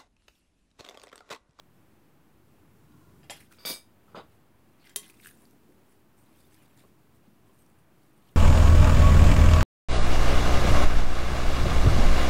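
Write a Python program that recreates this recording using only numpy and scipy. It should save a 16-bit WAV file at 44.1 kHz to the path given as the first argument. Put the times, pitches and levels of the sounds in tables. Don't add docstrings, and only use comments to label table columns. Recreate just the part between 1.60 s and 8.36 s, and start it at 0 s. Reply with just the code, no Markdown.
import sys
import numpy as np
from scipy import signal
from scipy.fft import rfft, irfft, next_fast_len
from scipy.io import wavfile
from scipy.ndimage import uniform_filter1d, map_coordinates

SR = 44100
rng = np.random.default_rng(int(sys.argv[2]) if len(sys.argv) > 2 else 0)


def file_out(sig):
    cols = np.atleast_2d(sig).T
    lim = np.clip(cols, -1, 1)
    pcm = np.round(lim * 32767).astype(np.int16)
    wavfile.write(sys.argv[1], SR, pcm)


def volts(x):
    e = np.asarray(x, float) / 20
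    return 10 ** e


N = 298116
TIME = np.arange(N) / SR


def unit(x):
    return x / np.sqrt(np.mean(x ** 2) + 1e-20)


def along(points, hz):
    f, v = np.transpose(points)
    return np.interp(np.log(hz + 1), np.log(f + 1), v)


def wobble(count, size=N):
    knots = rng.standard_normal(size * count // SR + 4)
    return map_coordinates(knots, [TIME[:size] * count])


def swell(s, width, db):
    return db * np.exp(-((TIME - s) / width) ** 2 / 2)


def coloured(x, response):
    return irfft(rfft(x) * response(np.fft.rfftfreq(len(x), 1 / SR)), len(x))


def passed(x, hz, kind):
    return signal.sosfilt(signal.butter(3, min(hz, 20000), kind, fs=SR, output="sos"), x)


def noise(spectrum, count=N):
    m = next_fast_len(count + 8192)
    shape = volts(along(spectrum, np.fft.rfftfreq(m, 1 / SR)))
    return unit(irfft(rfft(rng.standard_normal(m)) * shape, m)[:count])


def patchy(x, depth_db):
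    z = signal.stft(x, nperseg=256)[2]
    field = uniform_filter1d(rng.standard_normal(z.shape), size=5, axis=0)
    field = uniform_filter1d(field, size=6, axis=1)
    return unit(signal.istft(z * volts(depth_db * unit(field)), nperseg=256)[1][:len(x)])


def add(track, s, sound):
    part = track[round(s * SR):][:len(sound)]
    part += sound[:len(part)]


# (time nearest [s], audible either side [s], rise of the rumble [dB])
PASSES = [
    (1.48, .3, 8),
    (2.6, .1, 2),
    (5.3, .4, 1.5),
]


def passing_db():
    return sum(swell(*row) for row in PASSES)


# (frequency [Hz], density [dB per Hz])
TRAFFIC_COLOUR = [(15, -54), (25, -24), (33, -27), (45, -14), (57, -7), (86, -3), (150, -1), (200, -8),
                  (260, -38), (440, -120)]


def traffic():
    return volts(-67.5 + passing_db() + .8 * wobble(count=7)) * noise(TRAFFIC_COLOUR)


# (frequency [Hz], density [dB per Hz])
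HUM_COLOUR = [(120, -30), (180, -4), (220, -1), (330, -2), (420, -6), (580, -30)]
# (frequency [Hz], width [Hz], level [dB])
ROOM_TONES = [(56, 8, -2), (100, 12, -3), (146, 12, -3), (215, 14, 0), (320, 25, -3)]
# (time [s], either side [s], rise of the hum [dB])
ROCKING = (3.75, .3, 3.5)


def room_hum():
    shaken_db = .6 * passing_db()
    hum = volts(-66.5 + shaken_db + swell(*ROCKING) + .8 * wobble(count=12)) * noise(HUM_COLOUR)

    def resonances(f):
        return sum(volts(db) * w / np.hypot(2 * (f - hz), w) ** 2 * w for hz, w, db in ROOM_TONES)

    tones = coloured(rng.standard_normal(N), resonances)
    return hum + volts(-72 + shaken_db) * unit(tones)


# (frequency [Hz], density [dB per Hz])
AIR_COLOUR = [(300, -30), (480, -1), (1000, -3), (2000, -10.5), (2800, -13), (4200, -32)]
HISS_COLOUR = [(1900, -30), (3200, -1), (4900, -6.5), (6000, -15.5), (7200, -17), (8000, -11), (8800, -12),
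               (12000, -5), (14500, -3.5), (15800, -6)]


def air_and_hiss():
    return volts(-69.6 + .8 * wobble(count=9)) * noise(AIR_COLOUR) + volts(-78.2) * noise(HISS_COLOUR)


# (frequency [Hz], t60 [s])
KITCHEN = [(200, .3), (2000, .25), (8000, .18), (15000, .12)]


def kitchen(x):
    hz, t, z = signal.stft(rng.standard_normal(SR // 2), SR, nperseg=256)
    decay = volts(-60 * t / along(KITCHEN, hz)[:, None])
    tail = signal.istft(z * decay, SR, nperseg=256)[1]
    return signal.fftconvolve(np.pad(x, (200, 0)), tail / np.linalg.norm(tail))[:N]


def ring(modes, longest, held=0):
    t = TIME[:SR // 3]
    out = np.zeros(len(t))
    for hz, db, t60 in modes:
        decay_db = -60 * np.maximum(t - held, 0) / min(t60, longest)
        out += volts(db + decay_db) * np.sin(2 * np.pi * hz * t)
    return out


# (time [s], length [s], level [dB], mode [Hz], second mode [Hz])
SLIDES = [(1.2, .45, -67.5, 1080, 1400), (3.497, .012, -58, 9660, 8500), (4.96, .09, -72, 2500, 2900),
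          (4.28, .08, -74, 10200, 8400), (4.58, .06, -72, 8800, 13500), (4.76, .08, -72, 8400, 3600),
          (4.82, .05, -73, 3600, 4700), (4.9, .04, -76, 8600, 8300), (5.0, .05, -73, 2700, 9700),
          (5.2, .03, -73, 3900, 9000), (3.78, .1, -72, 10100, 8500), (6.5, .26, -74, 750, 1200),
          (1.92, .03, -66, 1400, 2500), (5.17, .05, -72, 7300, 3600), (5.93, .02, -71, 8900, 10200),
          (5.98, .06, -70, 8400, 11700), (6.56, .03, -75, 8800, 10200), (6.64, .05, -75, 11700, 8400)]


def slides():
    out, t = np.zeros(N), TIME[:SR // 2]
    for s, length, db, hz, second_hz in SLIDES:
        drag = np.sin(np.pi * np.clip(t / length, 0, 1)) * rng.standard_normal(len(t))
        modes = ring([(hz, 0, .03), (second_hz, -3, .03)], longest=1)
        song = signal.fftconvolve(drag, modes[:len(t)])
        add(out, s, volts(db - 5) * song / np.sqrt(np.sum(song ** 2) / (length * SR)))
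    return out


def taps(rows, cycles, spread, edge, trim_db):
    out, t = np.zeros(N), TIME[:SR // 20]
    for s, db, hz in rows:
        near = hz * np.exp(spread * np.append(0, rng.standard_normal(2)))[:, None]
        tones = np.mean(np.sin(2 * np.pi * near * t), axis=0)
        tones *= volts(-60 * t * hz / (2 * cycles)) * (1 - np.exp(-1.5 * t * hz))
        scratch = edge * volts(-60 * t / .004) * rng.standard_normal(len(t))
        add(out, s, volts(db + trim_db) * (tones + scratch))
    return out


# (time [s], peak [dB], pitch [Hz])
SNAPS = [(1.3219, -59, 4660), (1.8088, -47, 9040), (3.4174, -44, 10200), (3.4805, -43, 11100),
         (3.4984, -43, 9660), (3.6132, -44, 11800), (3.6706, -36, 10200), (3.6925, -44, 13500),
         (3.6474, -47, 9000), (3.6135, -49, 9000), (3.7115, -45, 11600), (3.8207, -53, 10100),
         (3.8541, -56, 11000), (3.9105, -55, 9500), (4.124, -58, 11000), (4.5804, -57, 8730),
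         (4.9437, -55, 5000), (5.1756, -53, 9500), (5.1935, -55, 4500), (5.1935, -57, 12500),
         (5.9329, -57, 8760), (6.434, -60, 8800), (6.578, -58, 8800), (3.8541, -53, 4620),
         (3.9105, -48, 12900), (4.6399, -56, 8540), (4.8144, -59, 4740), (4.9437, -48, 8080),
         (5.1756, -52, 7260), (5.1944, -54, 9070), (5.8764, -62, 7870), (6.0636, -52, 8320),
         (6.1005, -54, 11300), (6.1944, -60, 8980), (6.7164, -60, 8190)]
# (time [s], peak [dB], pitch
# [Hz])
THUDS = [(1.74, -45, 145), (2.056, -42, 155), (2.55, -46, 150), (2.333, -52, 210), (2.741, -55, 250),
         (2.799, -52, 299), (3.499, -50, 330), (3.764, -50, 283), (3.829, -49, 500), (3.93, -50, 330),
         (3.956, -52, 345), (4.09, -44, 310), (4.105, -51, 500), (4.348, -51, 358), (5.237, -46, 600),
         (5.249, -46, 420), (5.679, -49, 237), (5.894, -49, 500)]
# (time [s], peak [dB], pitch [Hz])
TICKS = [(1.8091, -53, 2200), (1.9113, -52, 1480), (1.917, -50, 1400), (1.9255, -50, 1350),
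         (1.934, -55, 2500), (3.2575, -54, 2200), (3.2655, -55, 3900), (3.4304, -50, 2500),
         (3.4988, -42, 2250), (3.5418, -55, 2670), (3.6002, -44, 2420), (3.6471, -45, 1570),
         (3.6591, -36, 1580), (3.6714, -39, 1690), (3.6474, -46, 2700), (3.6592, -44, 2800),
         (3.6714, -42, 2700), (3.829, -59, 1000), (4.1215, -60, 2030), (4.988, -58, 2600),
         (5.058, -59, 3600), (4.9694, -58, 2590), (5.0294, -59, 1610), (5.1108, -57, 2500),
         (5.249, -54, 1100), (6.6927, -56, 3160)]


def small_contacts():
    small = taps(SNAPS, cycles=22.5, spread=.2, edge=.22, trim_db=3)
    small = small + taps(THUDS, cycles=8.5, spread=.35, edge=.015, trim_db=1.5)
    small = small + taps(TICKS, cycles=12.5, spread=.08, edge=.07, trim_db=2.5)
    return passed(small, 70, "high")


def blow(row, onset, modes, colour, refeed):
    s, clatter_db, crack_db, held, t60, ring_db, longest = row
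    treble_hz, build, crack_hz, bend = onset
    t, out = TIME[:SR // 3], np.zeros(N)
    shape = volts(-60 * (np.maximum(t - held, 0) / t60) ** bend)
    lumps = volts(1.3 * wobble(count=500, size=len(t)))
    clatter = volts(clatter_db) * shape * lumps * patchy(noise(colour, count=len(t)), depth_db=2.5)
    crack = unit(passed(noise(colour, count=len(t)), crack_hz, "low"))
    crack *= volts(crack_db - 9 - 60 * t / .004)
    rebounds = rng.standard_normal(len(t)) * lumps * (t < held)
    rebounds = refeed * rebounds / np.linalg.norm(rebounds) + (t == 0)
    ringing = signal.fftconvolve(rebounds, ring(modes, longest, held))[:len(t)]
    contact = 1 - np.exp(-t / .00007)
    body = contact * clatter + volts(ring_db) * ringing
    low = coloured(body, lambda hz: 1 / (1 + (hz / treble_hz) ** 8))
    asleep = np.exp(-(t / build) ** 2)
    add(out, s, body - asleep * (body - low) + contact * crack)
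    return out


# (frequency [Hz], density [dB per Hz])
LID_BLOW = (1.6976, -40, -22, .012, .165, -51, .13)
LID_ONSET = (5600, .005, 5000, 1.05)
LID_MODES = [(599, -3, .1), (793, -2, .12), (2041, -5, .1), (2775, -5, .12), (3262, -4, 0.21),
             (4533, -19, 0.6), (4888, -16, 0.21), (7241, -4, 0.092), (8360, -10, 0.28), (9808, -17, 0.16),
             (10420, -3, 0.11), (11310, -9, 0.095), (12680, -26, 0.11), (14330, -19, 0.15)]
LID_COLOUR = [(120, -16), (400, -11), (650, -1), (850, -2), (1300, -12), (2000, -4), (3200, -4),
              (4100, -10), (5000, -6), (5600, -13), (8500, -11), (9100, -20), (10400, -9), (11500, -12),
              (12900, -22), (13600, -30)]


def knocked_lid():
    return blow(LID_BLOW, LID_ONSET, LID_MODES, LID_COLOUR, refeed=1.5)


# (time [s], peak [dB], pitch [Hz])
FAR_CHIPS = [(1.6977, -32, 2300), (1.6985, -34, 3700), (1.699, -42, 10400), (1.7075, -40, 7240),
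             (1.709, -42, 2800), (1.7095, -44, 11300), (1.7125, -42, 8400), (2.0514, -21, 3600),
             (2.0535, -26, 3700), (2.0535, -30, 9800), (2.0615, -29, 4700), (2.078, -29, 4700),
             (2.0895, -26, 4700), (2.091, -30, 9900), (2.0985, -29, 5000), (2.1245, -35, 8200),
             (2.567, -50, 3700), (2.586, -48, 3700)]
# (time [s], peak [dB], pitch [Hz])
FAR_KNOCKS = [
    (1.6977, -36, 680),
    (2.0518, -29, 1300),
    (2.0525, -33, 500),
    (2.5463, -33, 850),
    (2.5555, -41, 1100),
    (2.568, -37, 480),
    (2.5875, -40, 700),
]


def far_contacts():
    chips = taps(FAR_CHIPS, cycles=14, spread=.04, edge=.01, trim_db=.1)
    return chips + taps(FAR_KNOCKS, cycles=4.5, spread=.1, edge=.001, trim_db=3)


# (time of firmest contact [s], build-up [s], let-
# go [s], rustle [dB], drag over rustle [dB])
STROKES = [(1.762, .005, .06, -62, 3), (1.808, .02, .04, -59, 2), (1.922, .012, .06, -60, 2),
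           (2.726, .04, .05, -74, 2), (3.265, .06, .08, -68, 8), (3.3, .03, .04, -65, 5),
           (3.43, .005, .035, -56, 2), (3.504, .07, .012, -57, -1), (3.676, .07, .05, -53, -4),
           (3.545, .05, .07, -66, -1), (3.8, .12, .2, -69, -5), (4.324, .12, .1, -73, -3),
           (4.588, .03, .14, -72, -9), (4.782, .12, .16, -69, -2), (4.95, .1, .1, -68, 0),
           (5.03, .05, .07, -68, 0), (5.188, .07, .09, -67, -3), (5.558, .05, .05, -74, -4),
           (5.65, .02, .1, -78, 0), (5.88, .03, .15, -78, -1), (5.99, .03, .15, -72, -9),
           (6.19, .03, .05, -75, -6), (6.438, .02, .05, -77, 2), (6.718, .25, .07, -74, 0)]
# (frequency [Hz], density [dB per Hz])
RUSTLE_COLOUR = [(3000, -28), (4500, -9), (6500, -9), (8500, -1), (12000, -4), (15800, -6)]
DRAG_COLOUR = [(700, -30), (1200, -8), (1600, -2), (2500, -2), (4000, -4), (6000, -11), (8500, -30)]


def rubbing():
    bright, dull = np.zeros(N), np.zeros(N)
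    for s, build, release, db, drag_db in STROKES:
        pressure = volts(db - 12 * np.maximum((s - TIME) / build, (TIME - s) / release))
        bright = np.hypot(bright, pressure)
        dull = np.hypot(dull, volts(drag_db - 1.5) * pressure)
    clumps = 1.2 * wobble(count=80)
    bright *= unit(volts(clumps + 3 * wobble(count=450)))
    dull *= unit(volts(clumps + 3 * wobble(count=250)))
    return bright * patchy(noise(RUSTLE_COLOUR), depth_db=3.5) + dull * patchy(noise(DRAG_COLOUR), depth_db=4)


CUTLERY_BLOW = (2.0513, -35.3, -18, .05, .185, -40.5, .22)
CUTLERY_ONSET = (5600, .006, 5500, 1.3)
CUTLERY_MODES = [(529, -15, 0.3), (2319, -2.5, 0.2), (3532, 0, 0.3), (3673, -7, 0.23), (3770, -10, 0.3),
                 (3841, -14, 0.3), (4355, -11, 0.27), (4588, -8, 0.21), (4671, 2, 0.17), (4822, -11, 0.19),
                 (4922, -7, 0.2), (5083, -11, 0.26), (5615, -18, 0.3), (6444, -14, 0.21), (6592, -12, 0.24),
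                 (7063, -15, 0.3), (8096, -7, 0.3), (8205, -12, 0.14), (8285, -8, 0.23), (9195, -13, 0.3),
                 (9806, -7, 0.22), (9946, -6, 0.21), (10480, -13, 0.21), (11293, -25, 0.3),
                 (11378, -14, 0.16), (11773, -21, 0.3), (11970, -2, 0.2), (12059, -18, 0.29),
                 (12318, -13, 0.18), (14804, -20, 0.3)]
CUTLERY_COLOUR = [(80, -30), (170, -4), (380, 0), (1400, -6), (3000, -7), (3650, -1), (4100, -5), (4800, 3),
                  (5500, -5), (7200, -8), (7650, -34), (8100, -9), (10400, -10), (10900, -45), (11600, -6)]


def clattering_cutlery():
    return blow(CUTLERY_BLOW, CUTLERY_ONSET, CUTLERY_MODES, CUTLERY_COLOUR, refeed=.9)


FRONT_BLOW = (2.5463, -44.5, -27, .036, .145, -53.5, .12)
FRONT_ONSET = (1800, .008, 1200, 1.2)
FRONT_MODES = [(209, -8, 0.22), (311, -6, 0.15), (528, 0, 0.21), (678, -8, 0.18), (805, -3, 0.2),
               (1114, -1, 0.14), (1309, -7, 0.17), (1451, -10, 0.22), (2013, -16, 0.21), (3025, -19, 0.22),
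               (3762, -14, 0.19), (4565, -16, 0.22), (4986, -21, 0.22), (6479, -23, 0.22)]
FRONT_COLOUR = [(90, -35), (170, -4), (530, -3), (800, -6), (1440, -6), (1600, -17), (3750, -16),
                (4200, -27), (4900, -17), (5400, -38), (6500, -33), (9000, -37), (15800, -50)]


def shut_front():
    return blow(FRONT_BLOW, FRONT_ONSET, FRONT_MODES, FRONT_COLOUR, refeed=.8)


BOWL_BLOW = (3.3604, -29, -14, .003, .034, -40.5, .45)
BOWL_ONSET = (6500, .0003, 15000, 1.05)
BOWL_MODES = [(414, -6, .27), (1094, -18, .42), (2038, -10, .42), (3195, -1, .16), (4587, -15, .18),
              (5775, -11, .14), (6132, -8, .16), (7095, -15, .15), (7226, -5, .15), (7337, -11, .18),
              (7642, -6, .08), (8496, -10, .17), (8827, -12, .13), (9174, -9, .12), (10223, -6, .15),
              (10990, -10, .1), (11487, -20, .25), (12071, -9, .16), (12188, -8, .14), (12291, -10, .16)]
BOWL_COLOUR = [(150, -35), (400, -8), (900, -18), (2000, -15), (3300, -6), (6100, -6), (6700, -35),
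               (7200, -3), (10200, -1), (12500, 1.5), (13900, -18), (15200, -4), (15800, -12)]
# (time [s], peak [dB], pitch [Hz])
BOWL_CHIPS = [(3.3604, -18, 9600), (3.3605, -19, 14700), (3.3625, -22, 12600), (3.3617, -17, 10200),
              (3.3626, -17, 10700), (3.3635, -19, 9200), (3.3655, -25, 7600), (3.3715, -31, 10000),
              (3.394, -38, 7300), (3.4175, -42, 11500)]
# (time [s], peak [dB], pitch [Hz])
BOWL_KNOCKS = [
    (3.3604, -14, 3800),
    (3.3606, -16, 5600),
    (3.362, -23, 3700),
]


def bowl_clink():
    bowl = blow(BOWL_BLOW, BOWL_ONSET, BOWL_MODES, BOWL_COLOUR, refeed=.1)
    bowl = bowl + taps(BOWL_CHIPS, cycles=20, spread=.04, edge=.05, trim_db=.1)
    bowl = bowl + taps(BOWL_KNOCKS, cycles=4.5, spread=.06, edge=.05, trim_db=2.5)
    return passed(bowl, 210, "high")


# (frequency [Hz], gain [dB])
EARLY_FAR = [(300, -2), (700, -3), (1500, 3), (2300, -3), (2800, 2), (3600, -9), (4200, -5), (4800, 0),
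             (5800, -8), (12000, -10)]
EARLY_BOWL = [(300, 0), (2500, 4), (3200, 2), (3900, -8), (4900, 3), (6600, -8), (7500, 3), (10000, -14)]


def early_copies(far, bowl):
    early = volts(-20.5) * coloured(far, lambda hz: volts(along(EARLY_FAR, hz)))
    early = early + volts(-25) * coloured(bowl, lambda hz: volts(along(EARLY_BOWL, hz)))
    return np.roll(early, -round(.0657 * SR))


def scene():
    background = traffic() + room_hum() + air_and_hiss()
    small = small_contacts()
    far = knocked_lid() + far_contacts() + clattering_cutlery() + shut_front()
    far = passed(far, 70, "high")
    bowl = bowl_clink()
    direct = small + far + bowl + rubbing() + slides()
    room = volts(-12) * kitchen(small) + volts(-16) * kitchen(far) + volts(-10) * kitchen(bowl)
    return (background + direct + room + early_copies(far, bowl))[None]


def low_pass(x):
    return signal.sosfilt(signal.butter(12, 16640, fs=SR, output="sos"), x)


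# (start [s], end [s])
BLINK = (3.3478, 3.3535)


def record(dry):
    blink = np.clip(np.maximum(BLINK[0] - TIME, TIME - BLINK[1]) * 1000, 0, 1)
    band = irfft(rfft(dry * blink) * (np.fft.rfftfreq(N, 1 / SR) < 15790), N)
    return low_pass(band - .0007)


dry = scene()
out = record(dry)
file_out(out)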